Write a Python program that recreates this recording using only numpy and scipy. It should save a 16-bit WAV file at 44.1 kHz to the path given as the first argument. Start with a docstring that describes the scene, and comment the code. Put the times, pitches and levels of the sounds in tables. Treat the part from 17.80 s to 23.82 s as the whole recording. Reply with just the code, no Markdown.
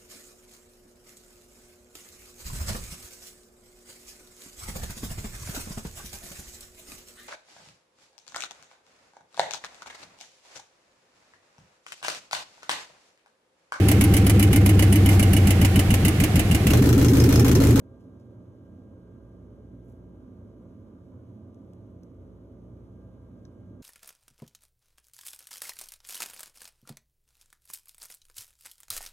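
"""A snake feeding on paper towel in a plastic tub, close to a stereo microphone in a quiet room.
Paper fibres snap in a few tiny ticks, and scales rustle softly over the towel as the snake shifts.
Behind it, and carrying most of the level, a compressor and a fan hum and throb as close tones beat.
Moving air fills the room with a dull roar, and a thin hiss lies on top."""
import sys
import numpy as np
from scipy import signal
from scipy.fft import rfft, irfft
from scipy.io import wavfile

SR = 44100
rng = np.random.default_rng(int(sys.argv[2]) if len(sys.argv) > 2 else 0)


def unload_wav(signal):
    """Save mono or channel-first audio to the path in sys.argv[1] as 16-bit WAV at rate SR, clipped to [-1, 1]."""
    wavfile.write(
        sys.argv[1],
        SR,
        np.round(np.clip(np.atleast_2d(signal).T, -1, 1) * 32767).astype(np.int16),
    )


N = 265482
TIME, FREQ = np.arange(N) / SR, np.fft.rfftfreq(N, 1 / SR)
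COMPRESSOR_HZ, FAN_HZ = 59.31, 45.24  # shaft speeds


def paper_ticks(crackle_db=-9, tail_db=-25.5, tail_s=.012, swell_s=.00022):
    """Close up, a paper fibre snaps, rings and crackles; the tub walls add faint reflections."""
    # t/s, level/dB, tilt/(dB per octave), crackle decay/s, ring gain, ring pitch ratio
    ticks = [(3.7455, -54.8, -1.2, .0003, .13, 1.03), (3.9347, -52.6, -1.4, .0008, .11, 1.04),
             (4.2337, -50.2, 1.3, .0007, .29, 1.02), (5.6527, -53.6, -3.8, .0005, 1.5, 1)]
    # resonances of towel and tub: f/Hz, level/dB, decay/s
    modes = [(1620, -13, .002), (4150, -6, .0008), (4650, -2, .0007), (5470, 1, .0008), (6050, -.5, .0008),
             (10600, -20, .0006)]
    # spectrum of a bare snap: f/Hz, level/dB
    snap_spectrum = [(1200, -12), (3000, -1), (4700, -3), (6300, 1), (10000, .5), (12500, -6), (15500, -12)]
    # first reflections in the tub: delay/s, level/dB
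    reflections = [(.0018, -12), (.0045, -18)]
    out = np.zeros(len(FREQ), complex)
    age = np.arange(SR // 10) / SR
    bare = gain_of(read(snap_spectrum, FREQ))
    walls = 1 + sum(gain_of(db) * delay(delay_s) for delay_s, db in reflections)
    for start_s, db, tilt_db, crackle_s, ring_gain, pitch in ticks:
        ring = sum(gain_of(mode_db) * np.exp(-age / decay_s) * np.cos(2 * np.pi * pitch * hz * age)
                   for hz, mode_db, decay_s in modes)
        ring *= 1 - np.exp(-age / swell_s)
        fibres, tail = rng.choice([-1, 1], (2, len(age))) * (age > 0)
        crackle = gain_of(crackle_db) * np.exp(-age / crackle_s) * fibres
        snap = 2 * (age == 0) + gain_of(tail_db) * np.exp(-age / tail_s) * tail
        tick = rfft(snap, N) * (bare + ring_gain * rfft(ring, N) / 2) + rfft(crackle, N) * bare
        out += tick * gain_of(db + tilt(tilt_db)) * delay(start_s)
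    return from_left(out * walls)


def scale_rustles(grain_db=4, grain_hz=400):
    """Scales slide over the paper near the microphone: short swells of fine, uneven grains."""
    # crest t/s, level/dB, rise/s, fall/s, tilt/(dB per octave)
    strokes = [(.204, -76.3, .008, .033, -5.5), (.4, -75.7, .005, .027, -6), (2.05, -77.5, .005, .04, 8),
               (2.093, -72.6, .011, .022, 2.8), (2.12, -79, .006, .045, 8)]
    # spectrum of scales on paper: f/Hz, level/dB
    friction = [(1500, -22), (3000, -6), (6200, 0), (7800, -1), (9700, 1), (11000, -2), (12800, -2),
                (14500, -7), (15800, -13)]
    out = np.zeros((2, N))
    for crest_s, db, rise_s, fall_s, tilt_db in strokes:
        swell = np.exp(-np.maximum((crest_s - TIME) / rise_s, (TIME - crest_s) / fall_s))
        scrape = from_left(noise_pair(1.0) * gain_of(read(friction, FREQ) + tilt(tilt_db)))
        grains = gain_of(grain_db * drift(grain_hz))
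        out += gain_of(db) * swell * evened(scrape * grains)
    return out


def compressor(whine_order=27, fade_share=.037):
    """Shaft orders on one slightly wandering speed, with a throbbing bass and a thin whine."""
    # hum: shaft multiple, level/dB
    orders = [(3, -62.3), (4, -63.8), (7, -73.2), (8, -75.5), (11, -80.2), (13, -90.2), (14, -89.5),
              (16, -96.7), (17, -89.4), (18, -86.5), (20, -81.8), (21, -93.7), (23, -94.8), (24, -97.1),
              (36, -105.7), (37, -98.3), (38, -106.5), (47, -109), (48, -109), (50, -106), (51, -99.6),
              (52, -101.8), (54, -104.8), (56, -105), (57, -107.5), (61, -101.5), (62, -110), (64, -111),
              (69, -108), (104, -106), (105, -109), (109, -107), (110, -108.5)]
    # the whine sinks slowly, then comes back quickly: t/s, level/dB
    whine_curve = [(0, -81), (2.1, -82.5), (2.8, -86), (3.5, -93.5), (4.5, -96), (5.05, -93), (5.22, -82.3),
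                   (6, -81.3)]
    wander_s = 4e-5 * drift(1.5)
    whine_db = np.interp(TIME, *np.transpose(whine_curve))
    out = compressor_throb(wander_s)
    out += tone(whine_order * COMPRESSOR_HZ, whine_db, wander_s, flutter=.14)
    fade_db = fade_share * (whine_db - whine_db.mean())
    for order, db in orders:
        fades_with_whine = order > 30
        out += tone(order * COMPRESSOR_HZ, db + fades_with_whine * fade_db, wander_s, flutter=.22)
    return out


def compressor_throb(wander_s):
    """Slightly slower motors and the mains hum beat against the compressor's two lowest orders."""
    # bass: shaft multiple, level/dB
    orders = [(1, -62.4), (2, -59.8)]
    # tones beside them: shaft multiple, offset/Hz, level/dB, crest t/s
    neighbours = [(1, -.325, -60.9, 2.04), (1, -.65, -74, 1.7), (2, -.66, -65, 2.0),
                  (2, -1.32, -71.9, 2.07), (2, 1.4, -63.4, 2.03)]
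    out = np.zeros((2, N))
    for order, db in orders:
        hz = order * COMPRESSOR_HZ
        angle = 2 * np.pi * (hz * (TIME + wander_s) + rng.random())
        beside = sum(gain_of(near_db) * np.cos(angle + 2 * np.pi * offset_hz * (TIME - crest_s))
                     for multiple, offset_hz, near_db, crest_s in neighbours if multiple == order)
        out += np.sqrt(2) * (gain_of(db) * np.cos(angle) + beside) * standing_waves(hz)
    return out


def fan():
    """The fan hums on a looser shaft; other machine tones beside it each wander on their own."""
    # hum: shaft multiple, level/dB
    orders = [(4, -61), (6, -66), (7, -65), (8, -63), (12, -78)]
    # other machine tones: f/Hz, level/dB
    drones = [(108.3, -61), (126.5, -63.5), (133.9, -67), (216.0, -66)]
    wander_s = .00018 * drift(.64)
    hum = sum(tone(order * FAN_HZ, db, wander_s, flutter=.12) for order, db in orders)
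    return hum + sum(tone(hz, db, 4e-4 * drift(.69), flutter=.2) for hz, db in drones)


def machine_thrum(hz=86.2, db=-61, beat_hz=3.95, crest_s=.12):
    """Two low machine tones a few Hz apart swell and cancel in turn."""
    low = 2 * np.pi * (hz * TIME + rng.random())
    high = low + 2 * np.pi * beat_hz * (TIME - crest_s)
    return np.sqrt(2) * gain_of(db) * (np.cos(low) + np.cos(high)) * standing_waves(hz)


def moving_air(bands_hz=(110, 260, 450, 650, 1100), waver_db=.9, waver_hz=9):
    """Dull roar of air all round the microphone, coloured by the room; it wavers band by band."""
    # spectrum of the air: f/Hz, level/(dB per Hz)
    spectrum = [(20, -102.5), (40, -91), (60, -79), (78, -78.5), (88, -74), (145, -86), (165, -82.5),
                (190, -79.5), (300, -78), (340, -84.5), (385, -87.5), (405, -85), (460, -87), (510, -84),
                (590, -85), (625, -89.5), (660, -87), (690, -97), (1080, -100.0), (1550, -106.9),
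                (1800, -121), (2600, -145)]
    # room resonances and one dip: f/Hz, width/Hz, lift/dB
    room_modes = [(100.6, 16, 8.5), (128, 26, -4), (213.2, 14, 6.5), (257.9, 21.2, 7.5), (428.7, 16, 7),
                  (980, 63, 3)]
    # likeness of left and right: f/Hz, coherence
    coherence = [(60, 0.98), (200, 0.89), (330, 0.89), (550, 0.8), (800, 0.064), (1100, 0.11), (1600, 0.07)]
    colour = gain_of(read(spectrum, FREQ) + lift(room_modes))
    roar = noise_pair(read(coherence, FREQ)) * colour * standing_waves(FREQ)
    bands = [np.interp(FREQ, bands_hz, row) for row in np.eye(len(bands_hz))]
    return sum(irfft(roar * band, N) * gain_of(waver_db * drift(waver_hz)) for band in bands)


def hiss(waver_db=.5, waver_hz=18):
    """Thin, nearly steady background hiss with a few faint whistles."""
    # spectrum of the hiss: f/Hz, level/(dB per Hz)
    spectrum = [(1000, -121), (2000, -116), (2600, -120.1), (3100, -118.6), (3800, -120.3), (4200, -119.8),
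                (4750, -123.5), (5300, -123.4), (6200, -122.3), (7200, -125.7), (8600, -125),
                (11000, -126.3), (13000, -127.6), (14400, -130.6), (15300, -141)]
    # narrow peaks: f/Hz, width/Hz, lift/dB
    whistles = [(2340, 90, 1.5), (3020, 130, 1.3), (5490, 110, 3), (6180, 80, 1.5), (6430, 130, 2),
                (8560, 80, 5)]
    # likeness of left and right: f/Hz, coherence
    coherence = [(2000, .5), (3600, .55), (4600, .93), (9000, .92), (14000, .88)]
    noise = noise_pair(read(coherence, FREQ)) * gain_of(read(spectrum, FREQ) + lift(whistles))
    return from_left(noise) * gain_of(waver_db * drift(waver_hz))


def tone(hz, db, wander_s, flutter):
    """A machine tone whose shaft runs early or late; high tones reach the two capsules out of step."""
    angle = 2 * np.pi * (hz * (TIME + wander_s) + rng.random())
    pair = np.array([np.cos(angle), np.cos(angle - right_lag(hz))])
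    return np.sqrt(2) * gain_of(db) * (1 + flutter * drift(3.3)) * pair * standing_waves(hz)


def standing_waves(hz):
    """Left and right gains: standing waves make a pitch louder at one capsule than at the other."""
    # f/Hz, left minus right level/dB
    balance = [(60, 0), (110, -1.5), (200, -2), (370, -4.5), (500, -2), (1270, -1), (2300, 0.5)]
    return gain_of(np.array([[.5], [-.5]]) * read(balance, hz))


def right_lag(hz):
    """Phase by which the right capsule trails the left."""
    # f/Hz, lag/rad
    lags = [(1200, 0), (1600, 1.1), (3500, 1.5), (4550, np.pi), (17750, 7 * np.pi)]
    return np.interp(hz, *np.transpose(lags))


def from_left(spectrum):
    """Turns a spectrum into sound at both capsules, the left one first."""
    return irfft(spectrum * np.array([np.ones(len(FREQ)), np.exp(-1j * right_lag(FREQ))]), N)


def gain_of(db):
    """Decibels to amplitude."""
    return 10 ** (np.asarray(db) / 20)


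def evened(x):
    """Scales to rms 1."""
    return x / np.sqrt(np.mean(x ** 2) + 1e-30)


def read(points, hz):
    """Reads a spectrum table on a log-frequency axis."""
    f, value = np.transpose(points)
    return np.interp(np.log(hz + 1), np.log(f + 1), value)


def lift(peaks):
    """Decibels added by a few resonances."""
    return sum(db / (1 + (2 * (FREQ - hz) / width) ** 4) for hz, width, db in peaks)


def tilt(db_per_octave):
    """Decibels that brighten or dull the treble, pivoting at 6 kHz."""
    return db_per_octave * np.log2(np.maximum(FREQ, 3000) / 6000)


def delay(seconds):
    """Spectrum of a pure delay."""
    return np.exp(-2j * np.pi * FREQ * seconds)


def white():
    """Spectrum of a white noise with unit power per Hz."""
    return rfft(rng.standard_normal(N)) * np.sqrt(SR / 2)


def drift(rate_hz):
    """Smooth random motion of rms 1, mostly slower than rate_hz."""
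    return evened(irfft(white() * np.exp(-(FREQ / rate_hz) ** 2) * (FREQ > 0), N))


def noise_pair(coherence):
    """Left and right white spectra with the given likeness."""
    left = white()
    return np.array([left, coherence * left + np.sqrt(1 - coherence ** 2) * white()])


def scene():
    """Machines and air in the room, the snake on its paper close by."""
    room = compressor() + fan() + machine_thrum() + moving_air() + hiss()
    return room + paper_ticks() + scale_rustles()


def record(dry):
    """The recorder cuts the treble above 15.7 kHz."""
    lowpass = signal.firwin(511, 15700, window=("kaiser", 9), fs=SR)
    return signal.oaconvolve(dry, lowpass[None], "same")


dry = scene()
out = record(dry)
unload_wav(out)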